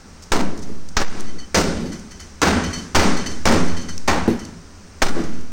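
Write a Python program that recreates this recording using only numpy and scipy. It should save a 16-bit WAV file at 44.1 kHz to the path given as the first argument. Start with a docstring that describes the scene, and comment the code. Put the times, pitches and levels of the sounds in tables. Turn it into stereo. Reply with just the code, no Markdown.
"""A hard-walled workshop: a plastic mallet knocks brittle fibreglass skin off a metal spar in eight blows.
Each blow cracks the laminate and booms in the hollow wing; the wing rocks on its trestle, loose metal
jingles and chips fall, all over a bed of room tone. The flapping skin puffs air at the microphone
ports and chokes them, and a limiter flattens the blows."""
import sys
import numpy as np
from scipy import signal
from scipy.fft import rfft, irfft, next_fast_len
from scipy.io import wavfile
from scipy.ndimage import uniform_filter1d, minimum_filter1d, map_coordinates

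SR = 44100
rng = np.random.default_rng(int(sys.argv[2]) if len(sys.argv) > 2 else 0)


def to_wav(sig):
    """Store sig (one row per channel, or 1-D mono) as 16-bit WAV at the path in sys.argv[1].

    Samples outside -1..1 are clipped; the rate is SR.
    """
    pcm = np.clip(np.atleast_2d(sig), -1, 1) * 32767
    pcm = np.round(pcm).astype(np.int16)
    wavfile.write(sys.argv[1], SR, pcm.T)  # frames by channels


N = 243431

# tone curves: f/Hz, level/dB
ROOM_TONE_EQ = [(25, 6.5), (50, 0), (90, 7), (120, -18), (175, 0), (300, -9), (650, -14), (1400, -13.5),
                (2400, -20), (3500, -24.5), (5800, -15.5), (7300, -24), (9000, -30), (10700, -54),
                (16000, -35)]  # rumble and hiss
SPLINTER_EQ = [(300, -13.5), (1500, 7.5), (3300, -4), (6000, 7.5), (8500, -6.5), (10500, -18), (15500, -20)]  # small hard fragments
THUD_EQ = [(50, -8), (130, -7.5), (220, 5.5), (350, -1.5), (520, -10), (1300, -25), (3000, -28.5),
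           (9000, -45)]  # wing against trestle
BOOM_EQ = [(30, -10.5), (55, -19), (85, -4.5), (125, -26.5), (170, -0.5), (300, -3), (520, -8), (800, -16),
           (2000, -25.5), (6000, -85)]  # the hollow wing
SKIN_EQ = [(30, -14.5), (80, -0.5), (125, -10), (200, -1.5), (550, -4.5), (950, -5), (1800, -6.5),
           (3400, -18.5), (6100, -20), (7400, -27), (9000, -33.5), (10500, -49.5), (15500, -37.5)]  # the fibreglass laminate
# ringing modes: f/Hz, level/dB, t60/s
METAL_MODES = [(1982, 4.5, 0.085), (3062, 3, 0.15), (4420, 7, 0.085), (6080, 2, 0.19), (6330, -1, .12),
               (7800, -13, .085)]  # loose metal
TRESTLE_MODES = [(229.3, -0.5, 0.23), (329.7, 1.5, 0.16), (341.7, -2, 0.2), (427, -1.5, 0.14)]  # the wing knocking on its trestle
WING_MODES = [(83.8, -8.5, 2.4), (161.1, -4, 1.46), (177.2, 3, .97), (199.7, 2.5, 0.67), (229.2, 6, 0.54),
              (247, 1, 1.22), (294, -1, 1.1), (325, -2.5, 0.72), (395.5, 0.5, 0.82), (436, 0, 0.91),
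              (547, -1, 0.85), (910, 16, 0.23), (1375, 7, 0.46), (2520, -8, 0.38)]  # the hollow wing
# the workshop's reverb: f/Hz, t60/s
ROOM_DECAY = [(80, 1.55), (250, 0.49), (600, 0.66), (1500, 0.79), (5000, 0.78), (9000, 0.78), (15000, 0.35)]
# stereo image, narrow in the bass: f/Hz, left-right likeness
LIKENESS = [(60, 0.81), (200, 1), (350, 0.88), (550, 0.42), (900, 0.018), (10000, 0)]
# mismatch of the microphone ports: f/Hz, L-R/dB
PORT_BALANCE = [(200, -1), (550, 0), (1000, 2.5), (3000, 1), (6300, 3.5), (7400, -3), (9000, -17.5),
                (15000, -4.5)]
# the clearest chips snapping off and landing: t/s, level/dB, skitter/s
CHIP_FALLS = [(.22, -41.5, 0.089), (.619, -41, 0.085), (0.887, -43, 0.016), (1.207, -37.5, 0.0054),
              (3.978, -34, 0.0099), (4.4503, -42, 0.016)]
# late clinks of loose metal on the spar: t/s, ring/dB, contact/dB
CLINKS = [(1.266, -43.5, -59), (1.385, -38.5, -45), (1.92, -42, -37), (2.108, -45.5, -41.5),
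          (2.196, -44, -38), (3.885, -37, -34.5)]
# three ever closer touchdowns of the wing after a blow: delay/s, thud/dB, rattle/dB
TOUCHDOWNS = [(.22, -40.5, -40.5), (.312, -44, -38.5), (.365, -46.5, -47)]
# heavier bumps of the wing on its trestle: t/s, level/dB, reverb send/dB
HEAVY_BUMPS = [(0.692, -35, -3), (1.141, -40.5, 9), (1.795, -37, 11.5), (1.843, -35, 6),
               (4.2779, -13.5, -14.5), (5.166, -23.5, -11), (5.194, -26, -5.5)]
# air puffs at the ports: t/s, first swing/s, left pressure, right pressure
AIR_PUFFS = [(0.317, .073, 0.62, 0.063), (0.968, 0.05, .21, -1.1), (2.95, 0.084, 0.57, 0.036),
             (3.457, .11, -0.67, -0.1), (5.022, .054, 0.97, -0.038)]
# mallet blows: t/s, crack/dB, crack length/s, tear/dB, boom/dB, wing shake/dB, brightness/dB,
# hollow f/Hz, hollow lift/dB, crack L-R/dB
MALLET_BLOWS = [(.319, -9.5, 0.0028, -9, -14.5, -22.5, 5.5, 970, 6, -7),
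                (0.9675, -9.5, 0.0025, -4, -23.5, -18, 7, 1157, 1.5, 22),
                (1.545, -9, 0.0064, -6, -10, -15.5, 10.5, 520, 7.5, 8),
                (2.417, -13.5, 0.016, -4, -9, -9, 4, 1240, 2, 11.5),
                (2.948, -10, 0.016, -8.5, -9.5, -9, 6, 970, 3, 3),
                (3.4546, -13.5, 0.0011, -8, -7.5, -11, 6, 960, 3, 7),
                (4.077, -10.5, .017, -9.5, -19.5, -13.5, 1, 900, 6, 8),
                (5.0188, -3.5, 0.0067, -12.5, -15.5, -17.5, 6, 1320, 3.5, 0)]


def amp(db):
    return 10 ** (np.asarray(db) / 20)


def clock():
    """One second of sample times."""
    return np.arange(SR) / SR


def unit(x):
    """Scaled to rms 1."""
    return x / np.sqrt(np.mean(x ** 2) + 1e-20)


def burst(x):
    """A one-second sound scaled to the energy of 50 ms at rms 1."""
    return unit(x) / np.sqrt(20)


def along(curve, hz):
    """A curve's value at hz, on a log frequency axis."""
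    freqs, values = np.transpose(curve)
    return np.interp(np.log(hz + 1), np.log(freqs + 1), values)


def add(track, s, x):
    """Mix x into the track at time s."""
    part = track[:, round(s * SR):][:, :x.shape[-1]]
    part += x[..., :part.shape[1]]


def eq(x, curve):
    """Minimum-phase EQ; the curve is a table or a function from Hz to dB."""
    size = 2 * next_fast_len(x.shape[-1] // 2 + SR // 8)
    hz = np.fft.rfftfreq(size, 1 / SR)
    gain_db = curve(hz) if callable(curve) else along(curve, hz)
    cepstrum = irfft(np.log(amp(gain_db) + 1e-6))
    cepstrum[..., 1:size // 2] *= 2
    cepstrum[..., size // 2 + 1:] = 0
    return irfft(rfft(x, size) * np.exp(rfft(cepstrum)))[..., :x.shape[-1]]


def diffuse(size, t60=None):
    """Stereo noise, narrow in the bass and wide on top; an optional t60 curve fades each band."""
    hz, t, spectra = signal.stft(rng.standard_normal((2, size)), SR, nperseg=256)
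    width = np.arccos(np.clip(along(LIKENESS, hz), -1, 1))[:, None] / 2
    mid, side = np.cos(width) * spectra[0], np.sin(width) * spectra[1]
    fade = amp(-60 * t / along(t60, hz)[:, None]) if t60 else 1
    return signal.istft(np.array([mid + side, mid - side]) * fade, SR, nperseg=256)[1][:, :size]


def ring(modes, attack_s=0.016):
    """Damped modes, struck at new strengths; the higher ones reach the ports out of step."""
    t, out = clock(), np.zeros((2, SR))
    for hz, db, t60 in modes:
        phase = rng.uniform(0, 2 * np.pi) + rng.standard_normal((2, 1)) * (1 - along(LIKENESS, hz))
        strength_db = db + 2 * rng.standard_normal()
        age = t[t < 2 * t60]
        add(out, 0, amp(strength_db - 60 * age / t60) * np.sin(2 * np.pi * hz * age + phase))
    return burst(out * (1 - np.exp(-t / attack_s)))


def crackle(t60, hold=1, rate_hz=500, scatter_db=6, grain_s=0.0031):
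    """Tiny uneven snaps dying away; a high hold keeps them up, then stops them short."""
    snaps = (rng.random(SR) < rate_hz / SR) * amp(scatter_db * np.minimum(rng.standard_normal(SR), 2))
    snaps[0] = 2
    grains = signal.lfilter([1], [1, -np.exp(-1 / (grain_s * SR))], snaps)
    return burst(diffuse(SR) * grains * amp(-60 * (clock() / t60) ** hold))


def room_tone(level_db=-40):
    """The bed: the workshop's steady rumble and hiss."""
    return amp(level_db) * unit(eq(diffuse(N), ROOM_TONE_EQ))


def reverb(build_s=0.011):
    """The hard walls answer a click: the tail builds, then dies away."""
    return burst(diffuse(SR, ROOM_DECAY) * (1 - np.exp(-clock() / build_s)))


def tick(t60, room_db, attack_s):
    """A short scatter of small hard contacts and its reverb."""
    contacts = burst(crackle(t60, rate_hz=1200, scatter_db=2) * (1 - np.exp(-clock() / attack_s)))
    return burst(eq(contacts + amp(room_db) * reverb(), SPLINTER_EQ))


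def debris(crumbs_per_blow=2, fall_s=(.13, .45), crumb_db=-47, crumb_t60=.025):
    """Chips tick on the floor, thin and bright; every blow also sheds a few crumbs."""
    out = np.zeros((2, N))
    crumbs = [(s + rng.uniform(*fall_s), crumb_db + 2 * rng.standard_normal(), crumb_t60)
              for s, *_ in MALLET_BLOWS for _ in range(crumbs_per_blow)]
    for s, db, t60 in CHIP_FALLS + crumbs:
        add(out, s, amp(db) * tick(t60, room_db=-9, attack_s=t60 / 10))
    return eq(out, [(2000, -12), (4500, 0)])


def settling(usual_shake_db=-12.5, thud_slope=0.13, rattle_slope=2.4):
    """The harder the wing is shaken, the harder it touches down: yields t/s, thud/dB, rattle/dB."""
    for s, _, _, _, _, shake_db, *_ in MALLET_BLOWS:
        extra_db = shake_db - usual_shake_db
        for delay, thud_db, rattle_db in TOUCHDOWNS:
            yield s + delay, thud_db + thud_slope * extra_db, rattle_db + rattle_slope * extra_db


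def jingle(bounce_s=0.014, loss_db=-2.5, detune=0.0094, bounces=6):
    """Loose metal chatters on the spar: each bounce is weaker and shifts the pitches a little."""
    out = np.zeros((2, SR))
    for k in range(bounces):
        s = k * bounce_s * (1 + rng.random()) / 2
        shifted = [(hz * (1 + detune * rng.standard_normal()), db, t60) for hz, db, t60 in METAL_MODES]
        add(out, s, amp(k * loss_db) * ring(shifted, attack_s=.001))
    return burst(out)


def rattles(chatter_db=-0.5):
    """Loose metal rattles each time the wing touches down, and now and then clinks later."""
    out = np.zeros((2, N))
    shaken = [(s, db, db + chatter_db) for s, _, db in settling()]
    for s, ring_db, contact_db in CLINKS + shaken:
        add(out, s, amp(ring_db) * jingle())
        add(out, s, amp(contact_db) * tick(0.071, room_db=-2, attack_s=0.0047))
    return out


def bumps(t60=0.27, knock_db=2, click_db=-15, settling_room_db=7):
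    """The wing rocks back on its trestle with soft, hollow thuds."""
    out = np.zeros((2, N))
    thud = lambda x: burst(eq(x, THUD_EQ))
    dull_skin = lambda hz: along(SKIN_EQ, hz) + along([(1000, 0), (4000, -14)], hz)
    for s, db, room_db in HEAVY_BUMPS:
        body = thud(diffuse(SR) * amp(-60 * clock() / t60))
        contact = burst(body + amp(knock_db) * ring(TRESTLE_MODES, attack_s=0.0019))
        click = burst(eq(crackle(t60=0.031), dull_skin))
        add(out, s, amp(db) * (contact + amp(room_db) * thud(reverb()) + amp(click_db) * click))
    for s, db, _ in settling():
        add(out, s, amp(db) * (ring(TRESTLE_MODES) + amp(settling_room_db) * thud(reverb())))
    return out


def puffs(slowing=2.63, attack_s=0.012, fade_swings=9.3, jolt_db=-7, jolt_s=0.0022):
    """The struck skin jolts the air, which swings at the ports, ever more slowly, and fades."""
    out, t = np.zeros((2, N)), clock()
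    jolt = amp(jolt_db) * t / jolt_s * np.exp(1 - t / jolt_s)
    for s, first_s, left, right in AIR_PUFFS:
        swings = np.log1p(t * (slowing - 1) / first_s) / np.log(slowing)
        envelope = np.exp(-t / (fade_swings * first_s)) * (1 - np.exp(-t / attack_s)) * (1 - t ** 2)
        add(out, s, np.array([[left], [right]]) * (envelope * np.sin(np.pi * swings) - jolt))
    return out


def skin_ripple(spacing_hz=17, depth_db=1.32):
    """The skin's many overlapping modes ripple its tone: a function from Hz to dB."""
    knots = rng.standard_normal(4096)
    wiggle = lambda hz: map_coordinates(knots, [hz / spacing_hz], mode="mirror")
    return lambda hz: depth_db * np.minimum(hz / 1000, 1) * wiggle(hz)


def hollow(hz, pitch_hz, lower_share=0.5, lower_ratio=0.58, octaves=0.32):
    """The struck patch of skin has two broad resonances: their shape, about 1 at the upper one."""
    hump = lambda centre: np.exp(-(np.log2((hz + 1) / centre) / octaves) ** 2)
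    return hump(pitch_hz) + lower_share * hump(lower_ratio * pitch_hz)


def fracture(length_s, count=7, skin_t60=0.092, contact_db=-9, growth_db_per_s=400):
    """The mallet's contact, then a run of growing fibre snaps; each shakes the skin briefly."""
    t = clock()
    starts = length_s * (np.arange(count) + rng.uniform(0, 1, count)) / count
    sizes = amp(2 * rng.standard_normal(count) + growth_db_per_s * starts)
    starts[0], sizes[0] = 0, amp(contact_db)
    power = sum((t >= s) * size ** 2 * amp(-120 * abs(t - s) / skin_t60)
                for s, size in zip(starts, sizes))
    return burst(diffuse(SR) * np.sqrt(power))


def blows(tear_s=0.18, wing_db=-5, splinter_db=-12):
    """Each blow cracks the skin, tears it along the spar and booms in the wing, shaking the room."""
    out, ripple = np.zeros((2, N)), skin_ripple()
    edge = [(200, -3), (1000, 0), (5000, 3)]  # the crack is thinner and brighter than the tear
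    for (s, crack_db, crack_s, tear_db, boom_db, shake_db,
         bright_db, hollow_hz, lift_db, pan_db) in MALLET_BLOWS:
        def skin(hz):
            shelf = along([(1800, 0), (5000, bright_db)], hz)
            return along(SKIN_EQ, hz) + shelf + lift_db * hollow(hz, hollow_hz) + ripple(hz)

        crack = burst(eq(fracture(crack_s), lambda hz: skin(hz) + along(edge, hz)))
        tear = burst(eq(crackle(tear_s, hold=2.42, rate_hz=980), skin))
        splinters = burst(eq(crackle(tear_s, hold=0.81, rate_hz=900), SPLINTER_EQ))
        boom = burst(eq(reverb(), BOOM_EQ)) + amp(wing_db) * ring(WING_MODES)
        shake = burst(eq(reverb(), skin))
        add(out, s, amp(crack_db) * crack * amp([[pan_db / 2], [-pan_db / 2]]))
        add(out, s, amp(tear_db) * (tear + amp(splinter_db) * splinters))
        add(out, s, amp(boom_db) * boom + amp(shake_db) * shake)
    return out


def scene():
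    """The mix: blows up front, then the rocking wing, what it shakes loose, and the bed."""
    return blows() + bumps() + rattles() + debris() + room_tone()


def limiter(x, ceiling=1.0, release_db_per_s=85):
    """Ducks both channels at once on a peak, then recovers steadily."""
    over_db = 20 * np.log10(np.maximum(abs(x).max(axis=0) / ceiling, 1))
    ramp_db = release_db_per_s * np.arange(N) / SR
    gain = amp(ramp_db - np.maximum.accumulate(over_db + ramp_db))
    return x * uniform_filter1d(minimum_filter1d(gain, size=65), size=65)


def record(dry, end_stop=.66, hardness=8, top_hz=15900):
    """Two unequal ports and a limiter; a puff pins the membrane, which then passes little sound."""
    sound = limiter(eq(dry, lambda hz: np.outer([.5, -.5], along(PORT_BALANCE, hz))))
    pressure = puffs()
    strain = 1 + abs(pressure / end_stop) ** hardness
    choked = np.clip(pressure / strain ** (1 / hardness) + sound / strain, -1, 1)
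    size = next_fast_len(N + SR)
    high_cut_db = -np.maximum(np.fft.rfftfreq(size, 1 / SR) - top_hz, 0) / 10
    return irfft(rfft(choked, size) * amp(high_cut_db), size)[:, :N]


dry = scene()
out = record(dry)
to_wav(out)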